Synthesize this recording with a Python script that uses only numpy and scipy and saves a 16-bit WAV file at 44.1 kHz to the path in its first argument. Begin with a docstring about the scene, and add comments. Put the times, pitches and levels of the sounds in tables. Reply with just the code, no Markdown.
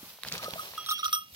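"""Dry grass rustles and twigs snap as a dog pushes along the edge of a wood, paws knocking on the ground.
Then it passes close to the microphone, and the small metal bell on its collar rattles in short bursts:
each contact of the clapper clacks, chokes the ring of the shell and starts a new one.
The sound swings from one side of the stereo pair to the other with the dog's bearing."""
import sys
import numpy as np
from scipy import signal
from scipy.fft import rfft, irfft
from scipy.io import wavfile
from scipy.ndimage import map_coordinates

SR = 44100
rng = np.random.default_rng(int(sys.argv[2]) if len(sys.argv) > 2 else 0)


def master_out(mix):
    """Clip the mix to full scale and print it as 16-bit PCM to the path in sys.argv[1]."""
    frames = np.transpose(np.atleast_2d(mix))
    ceiling = np.clip(frames, -1, 1)
    pcm = np.round(ceiling * 32767).astype(np.int16)
    wavfile.write(sys.argv[1], SR, pcm)


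N = 59535
TIME = np.arange(N) / SR
FREQS = np.maximum(np.fft.rfftfreq(N, 1 / SR), 1)


def from_db(db):
    """Decibels to gain."""
    return 10 ** (np.asarray(db) / 20)


def rms_one(x):
    """Scale to unit level."""
    return x / np.sqrt(np.mean(x ** 2) + 1e-20)


def in_time(rows):
    """A control curve at every sample."""
    return np.interp(TIME, *np.transpose(rows))


def per_bin(points):
    """A curve over log frequency at every bin."""
    hz, value = np.transpose(points)
    return np.interp(np.log(FREQS), np.log(hz), value)


def pan(db):
    """Left and right gains for a level difference, left minus right."""
    return from_db(np.array([[db], [-db]]) / 2)


def decay(start, t60):
    """An envelope that jumps to one and dies away."""
    return (TIME >= start) * np.exp(-np.log(1000) * np.maximum(TIME - start, 0) / t60)


def rise(start, length):
    """A smooth step from zero to one."""
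    return np.sin(np.pi / 2 * np.clip((TIME - start) / length, 0, 1)) ** 2


def mode(start, hz, t60):
    """One dying sine."""
    return decay(start, t60) * np.sin(2 * np.pi * hz * (TIME - start))


def drift(rate_hz):
    """A smooth random wander of unit spread."""
    return rms_one(irfft(rfft(rng.standard_normal(N)) / (1 + (FREQS / rate_hz) ** 4), N))


def coloured(spectrum_db, source=None):
    """Shape white noise, or a two-row source, into unit-level stereo: narrow bass, wide treble."""
    # likeness of the microphone's two sides: (frequency [Hz], correlation [0-1])
    likeness = [(60, 0.89), (500, 0.99), (1500, 0.75), (4000, 0.24), (12000, 0)]
    alike = per_bin(likeness)
    mid, side = rfft(rng.standard_normal((2, N)) if source is None else source)
    stereo = np.sqrt(1 + alike) * mid + np.sqrt(1 - alike) * side * [[1], [-1]]
    return rms_one(irfft(from_db(spectrum_db) * stereo, N))


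def cracks(rows):
    """Dry cracks: each a very short burst and a brief ring at its own pitch, with little far above it."""
    width_octaves, top_octaves = 0.86, 0.81
    total = 0
    for start, db, hz, t60 in rows:
        spectrum_db = -20 * np.log10(1 + (np.log2(FREQS / hz) / width_octaves) ** 2)
        burst = decay(start, t60) * coloured(spectrum_db)
        ring = from_db(2.5) * mode(start, hz, t60=0.0053)
        crack = rise(start, 0.0003) * (burst + ring)
        lowpass = signal.butter(4, min(hz * 2 ** top_octaves, 15850), fs=SR, output="sos")
        total += from_db(db) * signal.sosfilt(lowpass, crack + 1e-18)
    return pan(-1.5) * total


def undergrowth():
    """Around the dog, trodden ground thuds, leaves brush and grass hisses."""
    # the course of each sound: (time [s], relative level [dB])
    thud_level = [(0, -63), (.035, -59), (.08, -59.5), (.22, -72), (.275, -45.5), (.305, -53), (.335, -44),
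                  (.4, -55), (.45, -47), (.5, -55.5), (.545, -50.5), (.6, -57), (.75, -62.5), (1.05, -64),
                  (1.085, -69), (1.15, -63), (1.3, -63), (1.35, -68)]
    brush_level = [(0, -65.5), (.03, -59), (.08, -60), (.21, -70), (.27, -50), (.3, -60.5), (.345, -44),
                   (.4, -54), (.44, -42), (.47, -53), (.54, -50.5), (.6, -54), (.66, -49.5), (.72, -58),
                   (.8, -58), (.9, -66.5), (1.1, -70), (1.2, -91), (1.35, -63.5)]
    hiss_level = [(0, -51), (.1, -50.5), (.2, -57.5), (.27, -60), (.33, -54), (.4, -57.5), (.55, -50),
                  (.61, -45), (.7, -49.5), (.85, -56), (1.1, -58), (1.27, -65.5), (1.35, -50)]
    # their spectra: (frequency [Hz], relative level [dB])
    thud_spectrum = [(20, -44), (35, -32), (50, -13), (80, -4.5), (170, -2), (240, -6.5), (350, -20.5),
                     (700, -19.5)]
    brush_spectrum = [(180, -56), (330, -4.5), (500, 2), (800, 0), (1200, 0.5), (1800, -5.5), (3500, -18.5)]
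    hiss_spectrum = [(3000, -21), (6000, -10), (9500, -12), (12500, -2.5), (15000, -6.5), (16500, -6.5)]
    thud = from_db(in_time(thud_level) + 2.5) * coloured(per_bin(thud_spectrum))
    brush = from_db(in_time(brush_level) + 2) * coloured(per_bin(brush_spectrum))
    hiss = from_db(in_time(hiss_level) + 2) * coloured(per_bin(hiss_spectrum))
    return thud + brush + hiss


def dry_stems():
    """Dry stems crackle in clumps of tiny clicks over a smooth rustle of the same colour."""
    # the course of the crackle: (time [s], relative level [dB])
    crackle_level = [(0, -49), (.1, -46.5), (.16, -53), (.22, -51), (.255, -42.5), (.28, -35), (.31, -49),
                     (.325, -35), (.37, -37), (.41, -44), (.44, -34.5), (.47, -44), (.65, -42.5), (.8, -44),
                     (1.1, -43.5), (1.26, -57), (1.35, -50.5)]
    # its spectrum: (frequency [Hz], relative level [dB])
    crackle_spectrum = [(700, -11.5), (1500, -9), (2500, 2.5), (4200, 4), (6000, -1.5), (8000, -33),
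                        (11000, -7), (16000, -6.5)]
    clicks_per_s, spread_db, clump_db = 900, 1.5, 3.5
    sizes = from_db(spread_db * np.minimum(rng.exponential(1, (2, N)), 4))
    signs = rng.choice([-1, 1], (2, N))
    clumps = from_db(clump_db * drift(rate_hz=110))
    clicks = sizes * signs * clumps * (rng.random((2, N)) < clicks_per_s / SR)
    grain = from_db(-6.5) * coloured(per_bin(crackle_spectrum), clicks)
    rustle = from_db(-7.5) * coloured(per_bin(crackle_spectrum))
    return from_db(in_time(crackle_level)) * (grain + rustle) * pan(-2)


def paws():
    """Paws land on ground and wood with soft, quickly damped knocks."""
    # footfalls: (time [s], level [dB], frequency [Hz], t60 [s])
    knocks = [(0.03, -27.5, 237, 0.015), (0.329, -42, 175.8, 0.25), (.433, -30, 626, 0.031),
              (.481, -21.5, 540, 0.022), (0.534, -24, 158, 0.012), (.556, -30, 650, 0.055),
              (0.899, -53, 72.5, 0.11), (1.07, -51.5, 81.6, 0.13), (1.328, -49, 88.5, 0.081)]
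    return sum(from_db(db) * rise(start, 0.0028) * mode(start, hz, t60) for start, db, hz, t60 in knocks)


def twigs():
    """Twigs snap as the dog pushes through."""
    # snaps: (time [s], relative level [dB], centre [Hz], burst t60 [s])
    snaps = [(.187, -39.5, 840, 0.011), (0.2343, -23.5, 3980, 0.0031), (.2343, -33.5, 1580, 0.011),
             (.2343, -29, 10970, 0.0069), (.2491, -24, 1510, 0.0061), (0.273, -38, 4550, 0.0087),
             (0.2853, -26, 4550, 0.0066), (0.3178, -31, 1960, 0.014), (0.3235, -20.5, 4630, 0.0082),
             (0.3387, -27, 4260, .01), (0.3527, -26, 2300, 0.0067), (0.379, -31, 4700, 0.03),
             (0.4282, -25, 2630, 0.0061), (0.4372, -26, 4300, 0.0051), (0.4438, -24, 4380, 0.0024),
             (0.4875, -30.5, 12500, 0.0044), (0.507, -32, 3820, 0.0096), (0.508, -32.5, 11340, 0.0038),
             (0.5362, -27, 3160, 0.013), (.5362, -28, 830, .012), (0.622, -36, 4100, 0.0054),
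             (0.655, -34, 3750, 0.013), (0.736, -37, 1100, 0.0095), (1.3465, -39.5, 3800, 0.051)]
    return cracks(snaps)


def clapper_ticks():
    """The clapper glances off the shell with a dry tick."""
    # glancing blows: (time [s], relative level [dB], centre [Hz], burst t60 [s])
    ticks = [(.862, -30, 4000, 0.0052), (.9195, -26, 4370, 0.0066), (1.0437, -29, 4360, 0.0058),
             (1.0805, -35, 5200, .006), (1.0812, -39, 2940, 0.0078), (1.128, -28, 4140, 0.012),
             (1.128, -25, 13200, 0.01), (1.1528, -54, 4600, 0.0051)]
    return cracks(ticks)


def clapper_pings():
    """Metal on metal sets off a bright, short-lived ring within the rattle."""
    # bright strikes: (time [s], level [dB])
    pings = [(.862, -39), (.9035, -25.5), (.9195, -45), (.9915, -33.5), (1.0445, -33), (1.051, -40),
             (1.128, -35.5)]
    # their modes: (frequency [Hz], relative level [dB], t60 [s], left minus right [dB])
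    modes = [(3753, 0, .08, -6), (3860, -8, .05, -6), (7200, -16, .06, 0), (10470, -10, .08, 0)]
    return sum(pan(pan_db) * from_db(level_db + db) * rise(start, 0.00043) * mode(start, hz, t60)
               for start, level_db in pings for hz, db, t60, pan_db in modes)


def collar_bell():
    """Close by, each clapper contact clacks and resets how strongly the shell's four registers ring."""
    # clapper contacts, levels relative:
    # (time [s], low ring [dB], middle ring [dB], high ring [dB], shimmer [dB], clack [dB])
    contacts = [(0.391, -39, -66, -52, -75, -60), (0.457, -31, -70, -52, -68, -61),
                (.478, -44, -50, -49.5, -74, -65), (0.578, -38, -63, -57, -67, -64),
                (0.591, -29, -58, -52, -48, -63), (0.611, -44, -45, -44.5, -70, -53),
                (0.7766, -28, -38, -43.5, -47.5, -53), (0.801, -42.5, -38.5, -44, -58, -70),
                (0.823, -48.5, -42, -49, -60, -70), (0.863, -40, -40, -42.5, -44, -45),
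                (0.8869, -25.5, -31, -27, -37.5, -34), (0.897, -29.5, -63, -41, -37, -37),
                (0.91, -20.5, -41, -28, -36, -27), (0.92, -22, -30, -45, -34.5, -35),
                (0.935, -39, -33, -39.5, -40, -46), (0.95, -48, -31, -40, -53, -62),
                (0.981, -48, -39, -37.5, -51, -36), (0.9907, -34.5, -46.5, -38, -52, -55),
                (1.029, -22.5, -31, -50, -47.5, -47), (1.043, -23, -47, -34.5, -54, -27),
                (1.05, -24, -25, -56, -42, -34), (1.056, -21.5, -41, -32.5, -42, -30.5),
                (1.066, -34.5, -52, -37, -44.5, -46), (1.0783, -28, -54, -43, -52, -34),
                (1.104, -40, -47.5, -51, -47, -65), (1.128, -19.5, -27.5, -20.5, -29, -28),
                (1.1509, -23.5, -34.5, -35, -35, -29.5)]
    # the shell's modes: (frequency [Hz], level in the register [dB], t60 [s], left minus right [dB])
    low_modes = [(1160, -25, .25, -1), (1254, -3, .21, -1.5), (1274, -5, .19, -1), (1305, -19, .3, -1),
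                 (1345, -20, .14, -1)]
    middle_modes = [(2820, -11, .48, -4), (3308, 0, .25, -6.5)]
    high_modes = [(5560, -10, .4, -4), (5666, 0, .2, -4)]
    shimmer_modes = [(8717, -8, .22, 1), (8803, -5, .19, 2), (8836, -9, .22, 2), (9050, -15, .15, 0),
                     (10450, -11, .09, 0), (11500, -13, .15, 0), (12087, -8, .22, 2), (12237, -5, .2, -2),
                     (12558, -11, .2, 2), (12845, -10, .2, -2), (13055, -5, .22, 2), (13361, -6, .22, -2),
                     (13650, -11, .12, 0), (13874, -10, .2, 1), (14500, -14, .2, -1), (14910, -9, .2, 1),
                     (15580, -5, .17, 0)]
    # the shell's crowded top modes, and the clapper's clack: (frequency [Hz], relative level [dB])
    sizzle_spectrum = [(7000, -20), (8800, 16), (9800, -36), (11000, 8), (12300, 2), (13300, -15),
                       (14300, -9), (15600, -10), (16200, -36)]
    clack_spectrum = [(800, -28.5), (1400, 8.5), (2100, -22), (3000, -1.5), (3900, 5), (5000, 0),
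                      (6400, 1.5), (7500, -29), (9800, -16), (13000, -4), (16000, -8.5)]
    registers = (low_modes, middle_modes, high_modes, shimmer_modes)
    ring_attacks_s, sizzle_attack_s = (0.0049, 0.0026, 0.0065, 0.0011), 0.0021
    # as the bell swings, each mode wavers in level, and in phase the more the higher it lies
    waver_db, waver_rad_per_khz, waver_hz = 1.2, 0.04, 40
    waver = {hz: (waver_db * drift(waver_hz), waver_rad_per_khz * hz / 1000 * drift(waver_hz))
             for modes in registers for hz, *_ in modes}
    ring, sizzle, clack = np.zeros((2, N)), np.zeros(N), np.zeros(N)
    ends = [row[0] for row in contacts[1:]] + [TIME[-1]]
    last_low_db = -np.inf
    for (start, *register_db, clack_db), end in zip(contacts, ends):
        low_db, shimmer_db = register_db[0], register_db[-1]
        if low_db > last_low_db:  # a harder contact starts the beating of the low modes afresh
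            beat_start = start
        last_low_db = low_db
        for level_db, attack, modes in zip(register_db, ring_attacks_s, registers):
            gate = rise(start, attack) * (1 - rise(end, attack))  # the next contact chokes the ring
            live = gate > 0
            age = TIME[live] - start
            clock = TIME[live] - (beat_start if modes is low_modes else 0)
            for hz, db, t60, pan_db in modes:
                swell_db, shift = waver[hz]
                envelope = np.exp(-np.log(1000) * age / t60) * gate[live]
                level = from_db(level_db + db + swell_db[live]) * envelope
                ring[:, live] += pan(pan_db) * level * np.sin(2 * np.pi * hz * clock + shift[live])
        sizzle_gate = rise(start, sizzle_attack_s) * (1 - rise(end, sizzle_attack_s))
        sizzle += from_db(shimmer_db - 11) * sizzle_gate * decay(start, t60=0.15)
        clack_tail = from_db(-11) * decay(start, t60=0.06)
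        clack += from_db(clack_db - 5.5) * (decay(start, t60=0.04) + clack_tail)
    sizzle_noise = coloured(per_bin(sizzle_spectrum))
    clack_noise = coloured(per_bin(clack_spectrum)) * pan(-4)
    return ring + sizzle * sizzle_noise + clack * clack_noise


def scene():
    """All sounds come from around the dog and reach the microphone's sides at times set by its bearing."""
    # the dog's bearing: (time [s], lag of the left side behind the right [ms])
    bearing = [(0, 0.11), (.25, -0.047), (.42, -0.17), (.6, -0.22), (.7, -0.22), (.79, 0.043),
               (.92, 0.1426), (1.05, 0.22), (1.16, 0.23), (1.35, 0.26)]
    rattle = collar_bell() + clapper_pings() + clapper_ticks()
    left, right = rattle + twigs() + paws() + dry_stems() + undergrowth()
    lag_samples = in_time(bearing) * SR / 1000
    return np.array([
        map_coordinates(side, [np.arange(N) + sign * lag_samples / 2], order=5, mode="nearest")
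        for side, sign in ((left, -1), (right, 1))])


def record(dry):
    """The microphone loses the deepest bass, and the top is cut steeply."""
    low_cut_hz, high_cut_hz = 42, 15850
    bass_loss = 1 + (low_cut_hz / FREQS) ** 6
    top_loss = 1 + (FREQS / high_cut_hz) ** 160
    return irfft(rfft(dry) / np.sqrt(bass_loss * top_loss), N)


dry = scene()
out = record(dry)
master_out(out)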